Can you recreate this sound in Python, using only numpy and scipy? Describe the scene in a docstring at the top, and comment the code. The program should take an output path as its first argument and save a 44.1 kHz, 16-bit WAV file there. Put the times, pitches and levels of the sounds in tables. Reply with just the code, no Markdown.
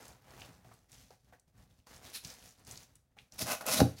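"""A ferret leans over the wall of a cardboard box full of wrapping paper, close by in a quiet room.
From the start its fur and paws brush paper and cardboard in short strokes while creases tick.
Claws catch on the sheets, its weight nudges the box and paws pat the wall. Past halfway the
rustle grows busier, then eases. Near the end it scrambles up with loud scrapes, the wall rings
under two hard knocks and a heavy thud, and a last soft rustle follows."""
import sys
import numpy as np
from scipy import signal
from scipy.fft import rfft, irfft
from scipy.io import wavfile

SR = 44100
rng = np.random.default_rng(int(sys.argv[2]) if len(sys.argv) > 2 else 0)


def bounce(signal):
    """Save signal as a 16-bit WAV file at the path given by the first command-line argument."""
    frames = np.transpose(np.atleast_2d(signal))
    limited = np.clip(frames, -1, 1)
    pcm = np.round(limited * 32767).astype(np.int16)
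    wavfile.write(sys.argv[1], SR, pcm)


N = 176400

# tone of brushed or patted cardboard: freq_hz, level_db
CARDBOARD_EQ = [(100, -14), (220, 1), (340, -2.5), (470, 1), (600, -1), (730, 1.5), (1000, -3.5),
                (1750, -5.5), (2600, -12), (5000, -24)]


def undb(db):
    """Decibels to gain."""
    return 10 ** (np.asarray(db) / 20)


def unit(x):
    """Scale to rms 1."""
    return x / np.std(x)


def crest(x):
    """Scale to peak 1."""
    return x / np.abs(x).max()


def colour(x, points):
    """Minimum-phase EQ through (freq_hz, level_db) points."""
    hz, db = np.array(points, float).T
    bins_hz = np.maximum(np.fft.rfftfreq(4096, 1 / SR), 1)
    gain = undb(np.interp(np.log(bins_hz), np.log(hz), db))
    cepstrum = irfft(np.log(gain))
    half = len(cepstrum) // 2
    cepstrum[1:half] *= 2  # folded so nothing rings ahead of an attack
    cepstrum[half + 1:] = 0
    impulse = irfft(np.exp(rfft(cepstrum)))
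    return signal.fftconvolve(x, impulse)[:len(x)]


def resonate(x, hz, width_hz):
    """One resonance, gain 1 at its centre."""
    q = hz / min(width_hz, SR * .3)
    return signal.lfilter(*signal.iirpeak(min(hz, SR * .4), q, fs=SR), x)


def fade(t, t60):
    """Decay of 60 dB in t60 seconds."""
    return np.exp(-np.log(1000) * t / t60)


def add(out, start_s, x):
    """Mix x in at start_s."""
    i = int(start_s * SR)
    out[i:i + len(x)] += x[:N - i]


def slips(per_s, spread_db):
    """Dense stick-slip clicks, most small and a few large; rms 1."""
    size = undb(spread_db * np.minimum(rng.exponential(size=N), 5))
    slipping = rng.random(N) < per_s / SR
    return unit(slipping * size * rng.choice([-1, 1], N))


def effort(strokes):
    """Each stroke swells, then drops 20 dB every fall_s; one envelope per level column."""
    t, power = np.arange(N) / SR, 0
    for peak_s, rise_s, fall_s, *levels_db in strokes:
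        swell = np.clip(1 + (t - peak_s) / rise_s, 0, 1)
        release = undb(-20 * np.maximum(t - peak_s, 0) / fall_s)
        power = power + (undb(levels_db)[:, None] * swell * release) ** 2
    return np.sqrt(power)


def brushing():
    """Fur and paws drag over paper and cardboard, and the wall flexes under them."""
    # soft strokes of body and paws: peak_s, rise_s, fall_s, paper_db, cardboard_db, flex_db
    strokes = [(.015, 0.05, 0.1419, -59.5, -56, -64), (.055, 0.0193, 0.1011, -58, -62, -68),
               (.092, 0.0132, 0.19, -68, -61.5, -59), (.31, 0.111, 0.3109, -67, -59.5, -63),
               (.42, 0.118, 0.2148, -60.5, -58.5, -59.5), (.495, 0.02, 0.35, -82, -67, -60),
               (.67, 0.044, 0.23, -70.5, -67, -62), (.735, 0.034, 0.1451, -69.5, -70, -66.5),
               (.898, .015, .1, -67, -72, -68), (.932, .018, 0.162, -60, -67.5, -60),
               (1.005, 0.043, .2, -63, -71, -62), (1.135, 0.044, 0.0375, -69.5, -67, -66),
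               (1.245, .018, .12, -78, -77, -69), (1.295, .04, .12, -79, -75, -66),
               (1.335, 0.0104, 0.0553, -71, -63, -72), (1.48, 0.0087, 0.06, -78.5, -77, -67.5),
               (1.595, 0.0713, 0.164, -73, -69.5, -60), (1.64, 0.033, 0.02, -73, -86.5, -76.5),
               (1.705, .02, 0.21, -76, -79, -66), (1.795, 0.036, 0.03, -76.5, -76.5, -64.5),
               (1.872, 0.0087, 0.164, -61.5, -63.5, -75.5), (1.91, 0.0215, 0.43, -65, -60, -65),
               (1.955, 0.046, 0.0628, -59, -71.5, -62.5), (2.06, 0.0558, 0.19, -55, -58, -60.5),
               (2.255, 0.028, .13, -51.5, -60, -59), (2.305, 0.0424, 0.1455, -55, -59, -64.5),
               (2.465, 0.116, 0.1087, -57, -63, -63), (2.595, 0.027, 0.2549, -71.5, -70.5, -63.5),
               (2.678, .022, 0.128, -55.5, -61, -57), (2.73, 0.074, .15, -55, -60, -58),
               (2.828, 0.073, 0.0408, -59, -67, -63), (2.9, .03, .2, -78, -77, -65),
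               (2.965, 0.0176, 0.01, -70.5, -77, -68), (3.115, .015, .12, -92, -84, -73),
               (3.205, 0.048, .13, -70, -72, -65), (3.335, 0.0236, 0.58, -62, -64.5, -60.5),
               (3.905, .06, .14, -60, -64, -62), (3.985, .025, 0.83, -54, -64, -62)]
    # bright rustle of wrapping paper: freq_hz, level_db
    paper_eq = [(800, -25), (1800, -3.5), (2600, -2.5), (3200, -3), (4500, -1), (6200, 0), (8000, -5.5),
                (10500, -5), (15000, -11)]
    # low rumble of the flexing wall: freq_hz, level_db
    flex_eq = [(25, -13), (50, 2), (85, -1), (122, 2), (170, -5.5), (230, -8), (400, -22.5), (900, -39.5)]
    paper_env, card_env, flex_env = effort(strokes)
    rustle = unit(colour(slips(per_s=3500, spread_db=3), paper_eq))
    paper = unit(rustle + undb(-6) * crackle())
    card = unit(colour(slips(per_s=1400, spread_db=2.5), CARDBOARD_EQ))
    flex = unit(colour(rng.standard_normal(N), flex_eq))
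    return paper_env * paper + card_env * card + flex_env * flex


def crackle(count=420, centre_hz=5600, spread_octaves=.6, spread_db=4.5):
    """Tiny creases pop at random in the brushed paper, each with its own size and pitch; rms 1."""
    out, t = np.zeros(N), np.arange(SR // 40) / SR
    for _ in range(count):
        start_s = rng.random() * N / SR
        size = min(rng.exponential(), 3)
        pitch_hz = centre_hz * 2 ** (spread_octaves * rng.normal())
        burst = rng.standard_normal(len(t)) * fade(t, t60=.014)
        snap = resonate(burst, pitch_hz, pitch_hz * .2)
        add(out, start_s, undb(spread_db * size) * unit(snap))
    return unit(out)


def crinkles():
    """A crease snaps in one broad band and the sheet shivers briefly."""
    # snapping creases: start_s, level_db, pitch_hz
    creases = [(.028, -49, 7000), (.054, -47, 6020), (.081, -43.5, 8500), (.418, -42, 2890),
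               (.459, -52, 8460), (.739, -53, 8900), (.918, -44.5, 7200), (1.106, -53, 5000),
               (1.397, -54, 7460), (1.962, -44, 6100), (2.238, -45, 7000), (2.248, -33, 4860),
               (2.272, -40.5, 7380), (2.302, -36, 5150), (2.327, -52, 7000), (2.339, -46.5, 7440),
               (2.392, -49.5, 6440), (2.508, -48, 6930), (2.594, -57, 8000), (2.649, -50.5, 7000),
               (2.669, -44.5, 5940), (2.711, -35, 6460), (2.721, -42, 8100), (2.757, -43, 4500),
               (2.775, -37, 5500), (2.955, -49.5, 8480), (3.187, -41.5, 2840), (3.322, -43, 5650),
               (3.665, -25, 10500), (3.804, -20.5, 4270)]
    out, t = np.zeros(N), np.arange(SR // 10) / SR
    snap_and_shiver = fade(t, t60=.01645) + undb(-20) * fade(t, t60=.059)
    for start_s, level_db, pitch_hz in creases:
        burst = rng.standard_normal(len(t)) * snap_and_shiver
        snap = resonate(burst, pitch_hz, pitch_hz * .35)
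        snap = resonate(snap, pitch_hz, pitch_hz * 1.6)  # trims the band's skirts
        add(out, start_s, undb(level_db) * crest(snap))
    return out


def scratches():
    """Claw slips ring a narrow band of the sheet they catch."""
    # claw catches: peak_s, rise_s, level_db, pitch_hz
    catches = [(.415, .04, -61, 2650), (.94, .02, -63, 6400), (1.34, .012, -66, 1700),
               (2.07, .03, -59, 3600), (2.158, .025, -46, 4300), (2.162, .022, -49, 10400),
               (2.3, .03, -56, 5100), (3.19, .009, -57, 2500), (3.191, .009, -58, 3500),
               (3.338, .01, -62, 6500), (3.42, .02, -40, 5400), (3.695, .025, -42, 2450),
               (3.728, .018, -38, 5400), (3.738, .015, -41, 10300), (3.783, .02, -38, 3950),
               (3.982, .018, -56, 4500)]
    out = np.zeros(N)
    for peak_s, rise_s, level_db, pitch_hz in catches:
        fall_s = rise_s * 1.8
        envelope = effort([(peak_s, rise_s, fall_s, level_db)])[0]
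        sheet = resonate(slips(per_s=1500, spread_db=2.5), pitch_hz, pitch_hz * .2)
        out += envelope * unit(resonate(sheet, pitch_hz, pitch_hz * .6))
    return out


def bumps(low_cut_hz=78):
    """A push moves air, rings the box and shakes its contents; longer contact sounds duller."""
    # shifts of weight, then two hard knocks and a heavy thud: start_s, level_db, contact_ms
    hits = [(.488, -46, 4.0), (2.251, -44, 4.5), (3.423, -29, 3.2), (3.793, -22.5, 1.1),
            (3.8043, -10.5, .85), (3.8168, -7, 2.8)]
    # modes of the box: pitch_hz, level_db, t60_s
    modes = [(90, -14, 0.316), (121, -6, .22), (173, 1, .09), (225, -11, .15), (283, -4, .13),
             (345.5, -9, 0.115), (563.7, -4, 0.088), (636.6, 3, 0.087), (728.8, 4, 0.068),
             (789.7, 4, 0.094)]
    # tone of the jolted contents: freq_hz, level_db
    contents_eq = [(50, -20.5), (120, -4), (190, 1), (290, 3), (420, -13), (600, -1), (780, 1), (1000, -19),
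                   (2600, -14), (8000, -20)]
    out, t = np.zeros(N), np.arange(SR // 2) / SR
    ring = crest(sum(undb(db) * np.cos(2 * np.pi * hz * t) * fade(t, t60) for hz, db, t60 in modes))
    for start_s, level_db, contact_ms in hits:
        push = np.sin(np.pi * np.minimum(t * 1000 / contact_ms, 1)) ** 2
        rattle = unit(colour(rng.standard_normal(len(t)), contents_eq))
        contents = undb(-18) * rattle * fade(t, t60=.12)
        body = crest(signal.fftconvolve(push, ring + contents)[:len(t)])
        puff = undb(-1) * crest(np.gradient(push))
        add(out, start_s, undb(level_db) * crest(body + puff))
    return signal.sosfilt(signal.butter(3, low_cut_hz, "high", fs=SR, output="sos"), out)


def taps():
    """Paws pat the cardboard wall; each spot has its own hollow note."""
    # light paw taps: start_s, level_db, pitch_hz
    pats = [(.646, -51.5, 685), (.715, -48.5, 1095), (1.105, -48, 736), (1.325, -49, 737),
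            (1.333, -54.5, 1680), (1.869, -53, 1105), (3.168, -53.5, 796), (3.177, -55, 2020),
            (3.608, -34.5, 1374), (3.623, -40, 720), (3.641, -41, 649), (3.656, -36, 654)]
    out, t = np.zeros(N), np.arange(SR // 5) / SR
    for start_s, level_db, pitch_hz in pats:
        pat = colour(rng.standard_normal(len(t)) * fade(t, t60=.07), CARDBOARD_EQ)
        note = resonate(pat, pitch_hz, pitch_hz * .174)
        add(out, start_s, undb(level_db) * crest(unit(pat) + unit(note)))
    return out


def scraping():
    """Fast slips hiss on the surface and ring the cardboard wall as it flexes."""
    # loud slides of claws and belly: peak_s, rise_s, fall_s, hiss_db, ring_db, flex_db
    slides = [(2.16, .035, 0.0447, -41.5, -72, -64), (3.394, 0.01434, 0.0143, -38, -53.5, -56.5),
              (3.418, 0.0209, .035, -33, -41, -47), (3.485, .034, .07, -41, -37, -54),
              (3.52, 0.0383, .055, -35.5, -32.5, -51), (3.611, 0.0059, 0.05, -50, -48, -55),
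              (3.69, 0.0379, 0.0959, -35, -34, -48.5), (3.735, 0.0437, 0.08, -29.5, -37.5, -42.5),
              (3.776, 0.021, 0.063, -32.5, -39, -41), (3.802, 0.0158, 0.0294, -33, -33.5, -39.5)]
    # resonances of the scraped wall: pitch_hz, width_hz, level_db
    wall_modes = [(243.6, 62.4, -0.5), (549.4, 30.2, 1), (640.1, 46, 9), (716.3, 42.6, -0.5),
                  (805.5, 63, 0), (1049.6, 148, 0.5), (1266.2, 50, -1.5), (1445, 66, 1.5), (1971, 350, -10),
                  (2551, 67, -2.5)]
    # sharp surface hiss: freq_hz, level_db
    hiss_eq = [(400, -22), (1200, -8), (2500, -1.5), (3100, -2.5), (4000, 1.5), (4500, -1.5), (5300, 1.5),
               (6600, -1), (7800, -5), (9000, -3.5), (10300, 1.5), (11500, -3.5), (13500, -4.5),
               (15500, -12)]
    # rumble of the wall flexing hard: freq_hz, level_db
    flex_eq = [(35, -28.5), (70, -10.5), (120, -3), (180, -2.5), (250, 2), (350, -9.5), (800, -31.5)]
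    hiss_env, ring_env, flex_env = effort(slides)
    friction = slips(per_s=3600, spread_db=2.5)
    hiss = unit(colour(friction, hiss_eq))
    ring = unit(sum(undb(db) * resonate(friction, hz, width) for hz, width, db in wall_modes))
    flex = unit(colour(rng.standard_normal(N), flex_eq))
    return hiss_env * hiss + ring_env * ring + flex_env * flex


def room(x, predelay_s=.005, wet_db=-10.5):
    """A carpeted room adds a short, slightly dull tail."""
    # tone of the reflections: freq_hz, level_db
    tail_eq = [(60, -12), (200, -3), (600, -0.5), (5000, 0), (15000, -2.5)]
    t = np.arange(SR // 2) / SR
    tail = colour(rng.standard_normal(len(t)), tail_eq) * fade(t, t60=.257) * (t > predelay_s)
    return x + undb(wet_db) * signal.fftconvolve(x, tail / np.linalg.norm(tail))[:N]


def scene():
    """The ferret at the box, over still room air; mono."""
    # low room tone: freq_hz, level_db
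    air_eq = [(25, -5), (55, 0.5), (120, -4.5), (260, -18), (600, -20), (1200, -29), (3000, -35),
              (15000, -39)]
    air = undb(-75.5) * unit(colour(rng.standard_normal(N), air_eq))
    ferret = brushing() + scraping() + scratches() + crinkles() + taps() + bumps()
    return (room(ferret) + air)[None]


def record(dry, low_cut_hz=35, high_cut_hz=15950):
    """The microphone drops the deepest bass and cuts the top."""
    x = signal.sosfilt(signal.butter(2, low_cut_hz, "high", fs=SR, output="sos"), dry)
    return signal.sosfilt(signal.ellip(10, .2, 80, high_cut_hz, fs=SR, output="sos"), x)


dry = scene()
out = record(dry)
bounce(out)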